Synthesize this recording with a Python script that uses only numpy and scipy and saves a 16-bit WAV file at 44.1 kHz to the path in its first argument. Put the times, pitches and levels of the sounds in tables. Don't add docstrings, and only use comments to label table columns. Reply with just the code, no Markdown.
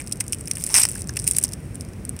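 import sys
import numpy as np
from scipy import signal
from scipy.fft import rfft, irfft
from scipy.io import wavfile
from scipy.ndimage import uniform_filter1d

SR = 44100
rng = np.random.default_rng(int(sys.argv[2]) if len(sys.argv) > 2 else 0)


def dump_mix(stems):
    frames = np.atleast_2d(stems).T
    limited = np.clip(frames, -1, 1)
    pcm = np.round(limited * 32767).astype(np.int16)
    wavfile.write(sys.argv[1], SR, pcm)


def gain_from_db(level_db):
    decades = np.asarray(level_db, float) / 20
    return 10 ** decades


N = 97020


def level(x, db):
    return x * gain_from_db(db) / np.sqrt(np.mean(x ** 2))


def curve_gain(curve, offset_db=0):
    time_s, level_db = np.array(curve).T
    return gain_from_db(np.interp(np.arange(N) / SR, time_s, level_db) + offset_db)


def fall(x, tau_s):
    return signal.lfilter([1], [1, -np.exp(-1 / (tau_s * SR))], x)


def spikes(per_s, scatter_db):
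    chance = rng.random(N)
    size = np.minimum(rng.exponential(size=N), 4)
    return (chance < per_s / SR) * gain_from_db(scatter_db * size)


def ring(x, table):
    probe = np.r_[x, np.zeros(2048), 1, np.zeros(2047)]
    out = 0
    for k, (pitch_hz, width_hz, level_db) in enumerate(table):
        b, a = signal.iirpeak(pitch_hz, pitch_hz / width_hz, SR)
        steep = signal.lfilter(b, a, signal.lfilter(b, a, probe))
        out = out + (-1) ** k * gain_from_db(level_db) * steep
    return out[:N] / np.sqrt(np.sum(out[-2048:] ** 2))


# pitch_hz, width_hz, level_db
TOP_RING = [(8470, 1620, 11), (9650, 2130, 3), (14000, 2400, -30), (10800, 12900, -8), (15400, 1900, -14)]
MID_RING = [(5328, 1430, 4), (6040, 2650, -3), (4480, 3500, -8)]
LOW_RING = [(2565, 980, 6), (1877, 640, 1), (1074, 970, -3.5)]


def housing(top, mid, low):
    out = 0
    for env, table in ((top, TOP_RING), (mid, MID_RING), (low, LOW_RING)):
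        out = out + ring(env * rng.standard_normal(N), table)
    return out


# pitch_hz, level_db (per Hz)
SEA_SPECTRUM = [(25, -36), (45, -6), (110, -2), (260, -11), (520, -21), (900, -32), (2400, -33.5),
                (3500, -44.5)]
# time_s, level_db
SWELL = [(0, -2), (.6, 0.2), (.8, -4), (1.05, 3.5), (1.3, 0.5), (1.5, 1), (2.2, 2)]


def sea():
    sea_db, fade_db_oct, lump_db = -34.5, -3, .8
    hiss_db, hiss_mid_db, hiss_scatter_db = -58.5, -6.5, .74
    hz = np.maximum(np.arange(N // 2 + 1) * SR / N, 1)
    shape = np.array(SEA_SPECTRUM)
    db = np.interp(np.log(hz), np.log(shape[:, 0]), shape[:, 1])
    db = db + fade_db_oct * np.log2(np.maximum(hz / shape[-1, 0], 1))
    noise = irfft(rfft(rng.standard_normal(N)) * gain_from_db(db), N)
    low = signal.sosfilt(signal.butter(1, 300, fs=SR, output="sos"), noise)
    lumps = uniform_filter1d(uniform_filter1d(rng.standard_normal(N), SR // 10), SR // 10)
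    swell = curve_gain(SWELL) * gain_from_db(level(lumps, 0) * lump_db)
    rumble = level(noise + low * (swell - 1), sea_db)
    flicker = level(uniform_filter1d(rng.standard_normal(N), SR // 40), 0)
    hiss = gain_from_db(hiss_db + flicker * hiss_scatter_db)
    return rumble + housing(hiss, hiss * gain_from_db(hiss_mid_db), 0 * hiss)


BUBBLE_S = [.0008, .9577, 1.095, 1.447, .852, .331, .2062, .701]
# pitch_hz, level_db (peak), ring_s
BUBBLES = [
    (2250, -27.5, 0.0023),
    (1650, -28.5, 0.0024),
    (1640, -25, 0.0024),
    (690, -28.5, 0.001),
    (876, -17.5, 0.00076),
    (2900, -23.5, 0.0017),
    (2000, -21.5, 0.0041),
    (870, -36, 0.0072),
]


def bubbles():
    glide = .02
    out = 0
    for start_s, (pitch_hz, level_db, ring_s) in zip(BUBBLE_S, BUBBLES):
        t = np.clip(np.arange(N) / SR - start_s, 0, None)
        turns = pitch_hz * t * (1 + glide * t / ring_s / 2)
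        out = out + gain_from_db(level_db) * np.exp(-t / ring_s) * np.sin(2 * np.pi * turns)
    return out


def grit(curve, per_s, scatter_db, db, mid_db, low_db):
    grain_fall_s = .0006
    line = curve_gain(curve, db)
    top, own, other = (line * level(fall(spikes(per_s, scatter_db), grain_fall_s), 0) for _ in range(3))
    mid = (top + own) / 2 * gain_from_db(mid_db)
    low = (own + other) / 2 * gain_from_db(low_db)
    return housing(top, mid, low), top


# time_s, level_db
STIR = [(0, -73), (.45, -49), (.65, -37), (.9, -41), (1.0, -35.5), (1.05, -57), (1.15, -45), (1.2, -40),
        (1.44, -39.5), (1.55, -53), (2.2, -81)]


def stir():
    sound, _ = grit(STIR, per_s=400, scatter_db=4.0, db=-1, mid_db=-9, low_db=-12.5)
    return sound


# time_s, level_db
GRIND = [
    (.685, -58),
    (.70, -34),
    (.7405, -38.5),
    (.742, -21),
    (.79, -22),
    (.81, -30),
    (.845, -33),
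    (.862, -62),
    (.875, -73),
]
# pitch_hz, width_hz, level_db
GRIND_TOP = (8350, 600, -3)


def grind():
    body = (934, 1060, -12)  # pitch_hz, width_hz, level_db
    sound, env = grit(GRIND, per_s=1800, scatter_db=2.6, db=0, mid_db=-7, low_db=-10)
    for resonance in (body, GRIND_TOP):
        sound = sound + gain_from_db(resonance[2]) * ring(env * rng.standard_normal(N), [resonance])
    return sound


# start_s, level_db (peak), mid_db (re top ring), low_db (re
CRACKS = [(0.0003, -26, -15, -10), (0.0041, -25.5, -8, -11), (0.0136, -30.5, -3, -0.5),
          (0.1217, -18.5, 1.5, -23), (0.1241, -11.5, -3.5, -28), (0.1305, -25, -22, -32),
          (0.202, -17, -16, -26), (0.2055, -5.5, -8.5, -14), (0.2074, -15, -17, -15),
          (0.21, -23, -16, -21), (0.2804, -17.5, -15, -40), (0.3234, -8.5, -17, -30),
          (0.3308, -13.5, -3.5, -17), (0.3459, -20.5, -20, -16.5), (0.4801, -19.5, -23, -20),
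          (0.5098, -29, -1, -9), (0.5122, -11, 0, -24), (0.5698, -20.5, -16, -11.5),
          (0.6094, -16, -20, -24), (0.6226, -23, -7, -25), (0.6386, -6, -16, -34),
          (0.643, -26, -20, -30), (0.6558, -27, -25, -28), (0.665, -9.5, -18, -43),
          (0.6729, -22, -10, -15), (0.7014, -22, -2, -19), (0.7067, -27, -7, -13),
          (0.7174, -21, -12, -26), (0.7248, -24, -11, -23), (0.726, -19, -21, -32),
          (0.7416, -1.5, -2, -17.5), (0.7459, -12, -6, -17), (0.7476, -11, -11, -9.5),
          (0.7515, -5, -1, -17.5), (0.7555, -8, -5.5, -7), (0.7594, -18, -9, -21),
          (0.7618, -2, -15, -16), (0.7651, -6.5, -2.5, -14.5), (0.7703, -2, -13, -31),
          (0.7724, -13, -13, -24), (0.7759, -10, -3, -12), (0.7793, -10, -4, -18),
          (0.7811, -6.5, -6.5, -16), (0.7834, -4, -19, -24), (0.786, -18, -14, -23),
          (0.7882, -17, -17, -35), (0.7907, -23, -10, -12), (0.7942, -13, -11, -21),
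          (0.7975, 1.5, -19, -27), (0.7999, -11, -16, -31),
          (0.8028, -14, -9, -9), (0.8044, -20, -11, -26), (0.8056, -19, -4, -23),
               (0.8085, -19, -7, -16), (0.8116, -20, -7, -5), (0.8152, -4.5, -15, -40),
               (0.8186, -18, 10.5, -11), (0.827, -22, -6, -10), (0.8305, -7, -5, -18),
               (0.8337, -1, -6, -16), (0.8394, -16, -16, -12), (0.8413, -27, -16, -13),
               (0.852, -4, -6.5, -16), (0.8557, -21, -5, -6), (0.8876, -11.5, -17, -23),
               (0.8935, -16, -33, -36), (0.9154, -16.5, -30, -25), (0.9514, -23, -16, -39),
               (0.954, -17, -20, -21), (0.9755, -27, -19, -10), (1.0078, -19.5, -14, -31),
               (1.1683, -15, 0, -11), (1.1706, -10.5, -16, -12.5), (1.19, -22, -2.5, -24),
               (1.193, -24, -12, -31), (1.1979, -16, -10, -27), (1.2413, -16, -12, -27),
               (1.2679, -19, -10, -16), (1.276, 0, -17, -29), (1.2764, -11.5, -12, -27),
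               (1.2781, -18, -5.5, -19), (1.2865, -12.5, -22, -34), (1.289, -22, -26, -36),
               (1.2997, -21, -27, -32), (1.3113, -4.5, -18, -34), (1.3159, -15.5, -22, -20),
               (1.334, -20, -16, -33), (1.3484, -21.5, -5, -13.5), (1.3661, -2, -18, -31),
               (1.3685, -22, -14, -14), (1.3846, -1, -14.5, -27), (1.4275, -14.5, -18, -22),
               (1.4373, -2, -18, -37.5), (1.4387, -6.5, -13, -32), (1.4471, -15, -1, -24),
               (1.534, -18.5, -14.5, -21.5), (1.535, -22.5, -5, -29), (1.8089, -19, -7, -26),
               (2.0924, -15.5, -33, -43), (2.1904, -23, -3, -10)]
# start_s, level_db (peak)
TICKS = [(0.0194, -24), (0.0411, -38), (0.0638, -32), (0.0728, -23), (0.079, -30), (0.094, -31),
         (0.1128, -27), (0.1571, -30.5), (0.1709, -29.5), (0.2138, -34), (0.24, -27.5), (0.2653, -29),
         (0.2965, -34), (0.3259, -37), (0.3334, -24), (0.3353, -31), (0.3399, -36), (0.3707, -42),
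         (0.3846, -30), (0.3938, -37), (0.4073, -28), (0.4099, -24), (0.4389, -38), (0.4567, -26),
         (0.4742, -20.5), (0.5152, -21.5), (0.5343, -23), (0.5533, -19.5), (0.5564, -23),
         (0.562, -34), (0.5804, -29), (0.5826, -25), (0.5979, -30), (0.6182, -29), (0.6322, -35),
         (0.6629, -24), (0.6692, -30), (0.6746, -31), (0.6798, -32), (0.6835, -29), (0.6902, -20),
         (0.7091, -30), (0.7112, -29), (0.7307, -24), (0.7335, -21), (0.8574, -34), (0.8659, -27),
         (0.8682, -29), (0.8784, -28), (0.8903, -33),
         (0.897, -24), (0.9063, -28), (0.9232, -28), (0.941, -25), (0.9638, -27), (0.9793, -28),
              (1.0034, -27), (1.019, -22.5), (1.0418, -31.5), (1.0727, -22.5), (1.0869, -30), (1.0926, -22),
              (1.137, -30), (1.1586, -23), (1.208, -39), (1.2187, -26.5), (1.2244, -32), (1.2478, -28),
              (1.256, -37), (1.2615, -36), (1.2709, -20), (1.2823, -32), (1.3063, -24), (1.3216, -23),
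              (1.3517, -28), (1.3629, -20), (1.3775, -34), (1.3894, -31), (1.3992, -28), (1.4147, -30),
              (1.4243, -27), (1.4302, -32), (1.443, -34), (1.4507, -29), (1.4523, -23), (1.4803, -25.5),
              (1.4892, -23.5), (1.5215, -25), (1.5315, -25.5), (1.6533, -36.5), (1.7455, -31),
              (1.7504, -37), (1.7547, -22.5), (1.7994, -36), (1.8202, -37), (1.849, -32.5), (1.8872, -35),
              (1.9336, -33.5), (2.0512, -21), (2.165, -23.5)]
# start_s, end_s
PRESSED_S = (.755, .85)
# pitch_hz, width_hz, level_db
PRESSED_RING = [(8350, 950, -1.5), (9540, 2200, -11), (10350, 6400, -18)]


def cracks():
    tick_mid_db, tick_low_db, tick_scatter_db = -9.5, -24, 4
    rise_s, fall_s, tail_s, low_slower = .0003, .0008, .005, 1.42
    crack_db, tail_db, snap_db, snap_lag_s = 2.5, -21.5, 2.5, .0003
    ticks = np.array(TICKS)
    colour = [tick_mid_db, tick_low_db] + tick_scatter_db * rng.standard_normal((len(ticks), 2))
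    rows = np.vstack([CRACKS, np.c_[ticks, colour]])
    start_s, level_db, mid_db, low_db = rows.T
    at = np.clip((start_s * SR).astype(int), 0, N - 1)
    pressed = (start_s > PRESSED_S[0]) & (start_s < PRESSED_S[1])
    splinters = fall(spikes(per_s=1500, scatter_db=3.5), .00025)
    splinters = level(splinters + 2.0, 0)
    rings = ((TOP_RING, ~pressed, 0, 1), (PRESSED_RING, pressed, 0, 1),
             (MID_RING, 1, mid_db, 1), (LOW_RING, 1, low_db, low_slower))
    out = 0
    for table, struck, rel_db, slow in rings:
        hit = np.zeros(N)
        np.add.at(hit, at, struck * gain_from_db(level_db + rel_db + crack_db))
        burst = fall(hit, slow * fall_s) - fall(hit, rise_s)
        env = (burst + gain_from_db(tail_db) * fall(hit, tail_s)) * splinters
        snap = np.roll(hit, int(snap_lag_s * SR)) * gain_from_db(snap_db) * slow
        out = out + ring(env * rng.standard_normal(N) + snap, table)
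    return out


def scene():
    return (sea() + bubbles() + stir() + grind() + cracks())[None]


def top_cut(x):
    return signal.sosfilt(signal.butter(12, 16980, fs=SR, output="sos"), x)


def record(dry):
    headroom, top_hz = 1.12, 15750
    rounded = np.tanh(headroom * dry) / headroom
    mix = signal.sosfilt(signal.ellip(8, .2, 60, top_hz, fs=SR, output="sos"), rounded)
    return top_cut(mix)


dry = scene()
out = record(dry)
dump_mix(out)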